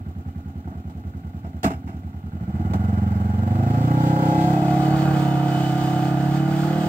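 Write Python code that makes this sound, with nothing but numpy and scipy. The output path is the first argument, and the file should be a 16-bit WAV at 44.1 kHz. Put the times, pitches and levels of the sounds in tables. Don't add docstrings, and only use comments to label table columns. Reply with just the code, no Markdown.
import sys
import numpy as np
from scipy import signal
from scipy.fft import rfft, irfft, next_fast_len
from scipy.io import wavfile
from scipy.ndimage import uniform_filter1d

SR = 44100
rng = np.random.default_rng(int(sys.argv[2]) if len(sys.argv) > 2 else 0)


def wav_out(sig):
    wavfile.write(sys.argv[1], SR, np.round(np.clip(np.atleast_2d(sig).T, -1, 1) * 32767).astype(np.int16))


N = 303408
T = np.arange(N) / SR

# time_s, cycles_per_s
SPEED = [(0.0, 10.16), (1.6, 10.12), (1.95, 9.85), (2.24, 10.29), (2.3, 10.91), (2.6, 18.26), (2.8, 22.15),
         (2.86, 22.35), (3.16, 21.9), (3.31, 22.15), (3.56, 24.9), (3.9, 30.84), (4.1, 31.95), (4.2, 31.68),
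         (4.4, 32.4), (4.55, 33.95), (4.68, 34.06), (4.92, 35.15), (5.06, 35.4), (5.24, 34.45),
         (5.4, 34.49), (5.72, 33.5), (5.8, 33.66), (5.96, 33.3), (6.2, 34.14), (6.36, 35.39), (6.6, 36.55),
         (6.7, 37.35), (6.88, 38.15)]


def engine():
    # time_s, angle_cycles
    blow_angle = [(0, .012), (1.14, .002), (2.04, .019), (2.41, -.027), (2.6, -.073), (2.93, -.112),
                  (3.24, -.114), (3.62, -.136), (4.41, -.195), (4.7, -.22), (5.07, -.254), (5.42, -.245),
                  (5.93, -.218), (6.5, -.238), (6.88, -.24)]
    # delay_s, signed_share
    idle_echoes = [(.0132, .66), (.0168, .89), (.0275, .29)]
    load_echoes = [(.01, 1), (.0132, -.49), (.0215, .29)]
    # time_s, level_db
    load_echo_level = [(2.3, -4), (2.6, -9), (2.95, -8), (3.25, -5), (3.65, -14.5), (4.4, -7), (4.7, -5.5),
                       (5.1, -4), (5.45, -0.5), (5.95, -3), (6.88, 4.5)]
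    start_cycles, second_after_cycles = .385, .25
    unevenness_cycles = .0012
    idle_late_s, load_early_s = .001, .0007
    second_idle_db, second_load_db = -3.2, -3.5

    speed, factor = curve(SPEED), pipe_note_factor()
    load = ramp(2.3, .2)
    cycles = start_cycles + np.cumsum(speed) / SR
    first = cycles - curve(blow_angle) + unevenness_cycles * wander(0.038)
    second = first - second_after_cycles + (load_early_s * load - idle_late_s * (1 - load)) * speed
    second_db = second_idle_db + (second_load_db - second_idle_db) * load
    load_echo_gain = amp(curve(load_echo_level))

    blows, echoes, puffs = [], np.zeros(N), np.zeros(N)
    for angle, level_db in ((first, 0), (second, second_db)):
        burn = amp(0.7 * rng.standard_normal(400))

        def fired(shifted):
            count = shifted // 1
            starts = np.diff(count, prepend=count[0]) > 0
            return amp(level_db) * starts * burn[count.astype(int)]

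        def echoed(table):
            return sum(share * fired(angle - delay_s / factor * speed) for delay_s, share in table)

        blows.append(fired(angle))
        echoes += (1 - load) * echoed(idle_echoes) + load * load_echo_gain * echoed(load_echoes)
        puffs += np.exp(-(angle % 1) / .35)
    return cycles, blows, echoes, puffs


def exhaust(cycles, blows, echoes, puffs):
    # time_s, level_db
    level = [(0, -32), (2.25, -32), (2.55, -23), (2.8, -19.5), (3.05, -19.5), (3.35, -20.5), (3.6, -18.5),
             (4.05, -17), (4.6, -19.5), (5.08, -19), (5.75, -21.5), (6.35, -20), (6.88, -21.5)]
    # time_s, level_db
    outlet_level = [(0, -49), (2.3, -70), (2.6, -23.5), (3.3, -30.5), (3.6, -14), (4.05, -26), (4.4, -6.5),
                    (4.85, -5), (5.08, -8.5), (5.3, -8), (6.1, -8.5), (6.4, -11), (6.88, -9)]
    wall_level = [(0, -33.5), (2.4, -32.5), (2.7, -26.5), (3.8, -18.5), (4.35, -5), (4.7, -21),
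                  (5.2, -14.5), (5.75, -14.5), (6.0, -15), (6.4, -22.5), (6.88, -11)]
    # pitch_hz, width_hz, level_db
    pipe_mode = [(82.2, 14.7, 0)]
    overtone_mode = [(223.5, 10, -.5)]
    # pitch_hz, width_hz, level_db
    shell_mode = [(324, 100, 0)]
    # pitch_hz, width_hz, level_db
    outlet_modes = [(318.9, 30, 6), (647.6, 26, 4), (726.4, 34, 9.5), (781, 67, 2.5), (1810, 87, -52),
                    (2565, 70, -17.5), (1210, 28, -4.5), (1527, 120, -18)]
    wall_modes = [(409, 52, -8), (840.6, 21.4, 7.5), (935, 63, -0.5), (1595, 39, -7.5), (2030, 36, -16),
                  (520, 42, 2), (1345, 75, -10.5)]
    # time_s, thump_db, shell_db
    thump_levels = [(0, -4, -10), (2.25, -4.7, -13), (2.6, -0.5, 5.5), (2.95, 2.2, -24), (3.25, 0.5, -25),
                    (3.65, -2.3, -1.5), (4.05, 4.5, -4), (4.4, 18, 8), (4.7, 9.5, 4.5), (5.1, 5, -21.5),
                    (5.45, 4, -4), (5.95, 4.5, 2), (6.5, 6.5, -19), (6.88, 13.5, -9)]
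    valve_opening_s, shell_late_s = .005, .003
    base_thump_hz, thump_width_hz = 169.6, 168
    note_waver, turbulence = .008, .055

    soft = signal.oaconvolve(sum(blows) + echoes, np.hanning(round(valve_opening_s * SR)))[:N]
    factor = pipe_note_factor() * (1 + note_waver * wander(0.076))
    time_s, thump_db, shell_db = np.transpose(thump_levels)
    thump = amp(np.interp(T, time_s, thump_db)) * resonate(soft, base_thump_hz * factor, thump_width_hz)
    late_shell = np.interp(T - shell_late_s, T, chambers(soft, shell_mode))
    shell = amp(np.interp(T, time_s, shell_db)) * late_shell
    notes = through(soft, pipe_mode, factor) - through(soft, overtone_mode, factor)
    pipe = steady(below(notes + thump + shell, hz=427), cycles)

    crack = steady(blows[0] + amp(6.5) * blows[1], cycles)
    gas = crack + turbulence * (2.0 + puffs) * rng.standard_normal(N)
    outlet = steady(chambers(gas, outlet_modes), cycles)
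    wall = steady(chambers(gas, wall_modes), cycles)
    mix = pipe + amp(curve(outlet_level)) * outlet + amp(curve(wall_level)) * wall
    return amp(curve(level)) * mix


def spit(blows):
    # (per Hz, relative)
    spectrum = [(1500, -54), (3000, -18.5), (5300, -21), (7000, -18), (9500, -28), (12500, -23),
                (15500, -19)]
    idle_db, db_per_octave = -59.5, -28
    late_s, rise_s, fade_s = 0.021, 0.0022, .018
    age_s = np.maximum(T[:SR // 8] - late_s, 0)
    burst = (1 - np.exp(-age_s / rise_s)) * np.exp(-age_s / fade_s)
    gate = signal.oaconvolve(sum(blows), burst)[:N]
    level_db = idle_db + db_per_octave * octaves_above_idle()
    return amp(level_db) * gate * coloured(rng.standard_normal((2, N)), spectrum)


def chuff(blows):
    # pitch_hz, width_hz, level_db
    cover_modes = [(730, 300, 2), (1450, 147, 4.5), (2026, 180, -6)]
    idle_db, db_per_octave = -48.5, 6.5
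    early_s, fade_s = .008, 0.0089
    gate = signal.oaconvolve(blows[0], np.exp(-T[:SR // 10] / fade_s))[:N]
    early_gate = np.interp(T + early_s, T, gate)
    level_db = idle_db + db_per_octave * octaves_above_idle()
    return amp(level_db) * early_gate * evened(chambers(rng.standard_normal((2, N)), cover_modes))


def running_noise(puffs):
    # pitch_hz, level_db (per Hz)
    clatter_spectrum = [(150, 19), (450, 14), (750, -15.5), (1000, 12.5), (1400, 10.5), (2000, 0.5),
                        (2800, -7), (3900, -11), (5500, -15), (6600, -15.5), (7800, -12), (9500, -30),
                        (11500, -22), (14500, -15)]
    rolling_spectrum = [(300, -24.5), (900, -4.5), (1300, -17.5), (1700, -11.5), (2500, -16), (3300, -12.5),
                        (4000, -17), (4800, -16.5), (5500, -22.5), (6500, -21.5), (7900, -20.5),
                        (9400, -32), (11500, -29), (15000, -25.5)]
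    # pitch_hz, width_hz, level_db
    casing_modes = [(734, 260, 6), (1125, 40, 1.5), (1426, 27, 5.5), (2020, 64, -9), (2970, 150, -13)]
    idle_clatter_db, clatter_db_per_octave = -49.5, 11
    shadow_db = -4.5 * ramp(5.2, 0.038)
    roll_s, roll_rise_s, roll_from_db, roll_to_db = 2.6, 1.7, -69, -40
    steady_share, ticks_per_s = .8, 900

    clatter_db = idle_clatter_db + clatter_db_per_octave * octaves_above_idle() + shadow_db
    rolling_db = roll_from_db + (roll_to_db - roll_from_db) * ramp(roll_s, roll_rise_s)
    noise = rng.standard_normal((3, 2, N))
    tick_gain = amp(1.7 * np.minimum(rng.exponential(1, N), 2))
    ticks = tick_gain * (rng.random(N) < ticks_per_s / SR) * noise[2]
    rattle = (steady_share + puffs) * (noise[0] + 0.7 * evened(ticks))
    clatter = coloured(rattle, clatter_spectrum) + amp(-4.5) * evened(chambers(rattle, casing_modes))
    rush = coloured((10.0 + puffs) * amp(1.54 * wander(0.076)) * noise[1], rolling_spectrum)
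    return amp(clatter_db) * clatter + amp(rolling_db) * ramp(roll_s, 0.22) * rush


def whine():
    # start_s, rise_s, end_s, pitch_hz, width_hz, level_db, change_after_end_db
    bands = [(4.3, .6, 6.0, 2985, 60, -45, -8), (4.2, .5, 5.5, 2550, 110, -51, -5),
             (4.72, .15, 5.1, 4470, 90, -50, -25), (4.5, .3, 5.1, 3810, 100, -55, -20),
             (5.05, .2, 5.55, 3570, 110, -52, -10), (6.5, .2, 7, 3190, 50, -53, 0),
             (6.0, .5, 7, 4740, 100, -58, 0)]
    total = np.zeros(N)
    for start_s, rise_s, end_s, hz, width_hz, db, after_db in bands:
        level_db = db + after_db * ramp(end_s, 0.11) + 0.96 * wander(0.084)
        band = evened(chambers(rng.standard_normal(N), [(hz, width_hz, 0)]))
        total += ramp(start_s, rise_s) ** 2 * amp(level_db) * band
    return total


def knocks():
    # start_s, level_db, fall_30_db_s, treble_share_db, latch_share_of_treble_db
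    shakes = [(0.673, -37, 0.046, -34, -8), (0.714, -41, 0.17, -28, -8), (0.896, -43.5, 0.087, -13, -12),
              (1.445, -39, 0.11, -21, 4), (1.631, -25.5, 0.047, -3, -21), (1.642, -15, 0.068, -15, 0),
              (1.661, -24.5, 0.067, -17, 3), (1.703, -25, 0.037, -18, -4), (1.715, -36, 0.043, -12, 4),
              (1.734, -42, .06, -11, 7), (1.874, -38, 0.18, -17, 3), (2.734, -22.5, 0.059, -17, -12)]
    # pitch_hz, level_db, ring_s (width_hz = 6 / ring_s)
    panels = [(81.6, 2, 0.37), (119, 13, 0.38), (167, -5, .12), (186, 19.5, 0.24), (240, 0, 0.1),
              (269, 13, 0.14), (270, 4.5, 0.22), (413, -31, 0.25), (575, -11, 0.17), (662, 5, 0.12),
              (677, 5, 0.076), (734, 6, 0.16), (837, 3.5, 0.11), (936, -23, .1)]
    # (per Hz, relative)
    snap_spectrum = [(300, -65), (1200, 5), (2200, -3), (3500, 1), (5200, -6.5), (7500, -4), (10000, -13.5),
                     (15000, -13)]
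    # pitch_hz, width_hz, level_db
    latch_modes = [(1550, 580, 3), (2100, 730, 1), (2650, 490, -2), (5140, 330, -8), (7500, 250, -16)]

    dull, bright, steel = np.zeros((3, N))
    for start_s, db, fall_s, treble_db, latch_db in shakes:
        age_s = np.maximum(T - start_s, 0)
        fall_db = 60 * np.minimum(age_s / (2 * fall_s), 3)
        shake = amp(db - fall_db) * (1 - np.exp(-age_s / 0.0011))
        dull += shake
        bright += amp(treble_db) * shake
        steel += amp(treble_db + latch_db) * shake
    noise = rng.standard_normal((3, N))
    modes = [(hz, 6 / ring_s, db) for hz, db, ring_s in panels]
    power = sum(amp(2 * db) * np.pi * width_hz / SR for _, width_hz, db in modes)
    ring = through(dull * noise[0], modes) / np.sqrt(power)
    snap = bright * coloured(noise[1:], snap_spectrum)
    latch = steel * evened(chambers(noise[1:], latch_modes))
    return below(ring, hz=1590) + snap + latch


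def air_wash():
    # (per Hz, relative)
    spectrum = [(18, -11), (30, 10), (50, -15), (90, 14.5), (250, 8), (600, -23), (2000, -93)]
    return amp(-42.5) * coloured(rng.standard_normal((2, N)), spectrum)


def recorder_hiss():
    # (per Hz, relative)
    spectrum = [(1470, -30), (2500, -2), (3300, -6), (4160, -8), (5320, -17), (7710, -14.5), (9280, -22),
                (15100, -10), (15800, -21)]
    return amp(-66.5) * coloured(rng.standard_normal((2, N)), spectrum)


def ports(direct, scattered):
    # pitch_hz, likeness
    likeness = [(300, 1), (600, .96), (1000, .9), (2000, .5), (4000, .4), (8000, .3), (14000, .15)]
    # pitch_hz, lead_rad
    side_lead = [(300, -.1), (780, -.3), (1030, -3.0), (1700, -3.1), (2150, -6.2), (3100, -9.3)]
    tail_lead = [(100, .1), (400, .3), (850, .3), (1000, -2.8), (1400, -.3), (1700, -.8), (2000, .8),
                 (3000, 1.2), (3400, 2)]
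    # pitch_hz, level_db
    side_left = [(300, -1.53), (740, 4), (1300, -2.5), (2000, -1.5), (3300, 2), (9000, 2), (14000, -3.5)]
    tail_left = [(300, -2), (740, -1), (2000, -3.5), (3300, -2.5), (9000, 1), (14000, -4.5)]

    size = next_fast_len(N + SR // 4)
    hz = np.fft.rfftfreq(size, 1 / SR)
    same = np.clip(read(likeness, hz), 0, 1)
    left = rfft(direct, size)
    right = same * left + np.sqrt(1 - same ** 2) * rfft(scattered, size)

    def pair(lead, left_level):
        gain = amp(read(left_level, hz) / 2)
        turned_right = right * np.exp(-1j * read(lead, hz))
        return irfft(np.array([left * gain, turned_right / gain]), size)[:, :N]

    turned = ramp(4.236, 0.85)
    return (1 - turned) * pair(side_lead, side_left) + turned * pair(tail_lead, tail_left)


def pipe_note_factor():
    # cycles_per_s, pitch_factor
    factor = [(10, 1.2), (14, 1), (18.9, 1.05), (22.2, 1.12), (26.3, 1.41), (32.5, 1.72), (34.3, 1.71),
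              (38, 1.76)]
    return np.interp(curve(SPEED), *np.transpose(factor))


def octaves_above_idle():
    return np.log2(curve(SPEED) / SPEED[0][1])


def resonate(x, hz, width_hz):
    turn = np.exp(2j * np.pi * np.cumsum(hz * np.ones(N)) / SR)
    r = np.exp(-np.pi * width_hz / SR)
    return 2 * (turn * signal.lfilter([1 - r], [1, -r], x * turn.conj())).real


def through(x, modes, factor=1):
    return sum(amp(db) * resonate(x, hz * factor, width_hz) for hz, width_hz, db in modes)


def chambers(x, modes):
    return sum(amp(db) * resonate(resonate(x, hz, width_hz), hz, width_hz) for hz, width_hz, db in modes)


def below(x, hz):
    return signal.sosfilt(signal.butter(4, hz, fs=SR, output="sos"), x)


def steady(x, cycles):
    marks = np.arange(0, cycles[-1] + 1)
    energy = np.interp(marks, cycles, np.cumsum(x ** 2) / SR)
    times = np.interp(marks, cycles, T)
    power = uniform_filter1d(np.diff(energy) / (np.diff(times) + 1e-9), size=3)[1:-1]
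    return x / np.sqrt(np.interp(T, times[1:-2], power) + 1e-20)


def coloured(x, points):
    gain = amp(read(points, np.fft.rfftfreq(N, 1 / SR)))
    return evened(irfft(rfft(x) * gain, N))


def read(points, hz):
    f, value = np.transpose(points)
    return np.interp(np.log(hz + 1), np.log(f + 1), value)


def wander(span_s):
    size = round(span_s * SR)
    return evened(uniform_filter1d(uniform_filter1d(rng.standard_normal(N), size), size))


def curve(points):
    return np.interp(T, *np.transpose(points))


def ramp(start_s, span_s):
    return np.clip((T - start_s) / span_s, 0, 1)


def evened(x):
    return x / np.sqrt(np.mean(x ** 2) + 1e-20)


def amp(db):
    return 10 ** (np.asarray(db) / 20)


def scene():
    cycles, blows, echoes, puffs = engine()
    low_cut = signal.butter(6, 68, "high", fs=SR, output="sos")
    boom = signal.sosfilt(low_cut, exhaust(cycles, blows, echoes, puffs))
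    noisy = signal.sosfilt(low_cut, running_noise(puffs)) + spit(blows) + chuff(blows)
    noisy = noisy + knocks() + air_wash() + recorder_hiss()
    late_boom = np.interp(T - .004, T, boom)
    return ports(boom + whine() + noisy[0], late_boom + noisy[1])


def record(dry):
    edge_hz = 15800
    low_pass = signal.firwin(511, edge_hz, window=("kaiser", 9), fs=SR)
    return signal.oaconvolve(dry, low_pass[None], "same")


dry = scene()
out = record(dry)
wav_out(out)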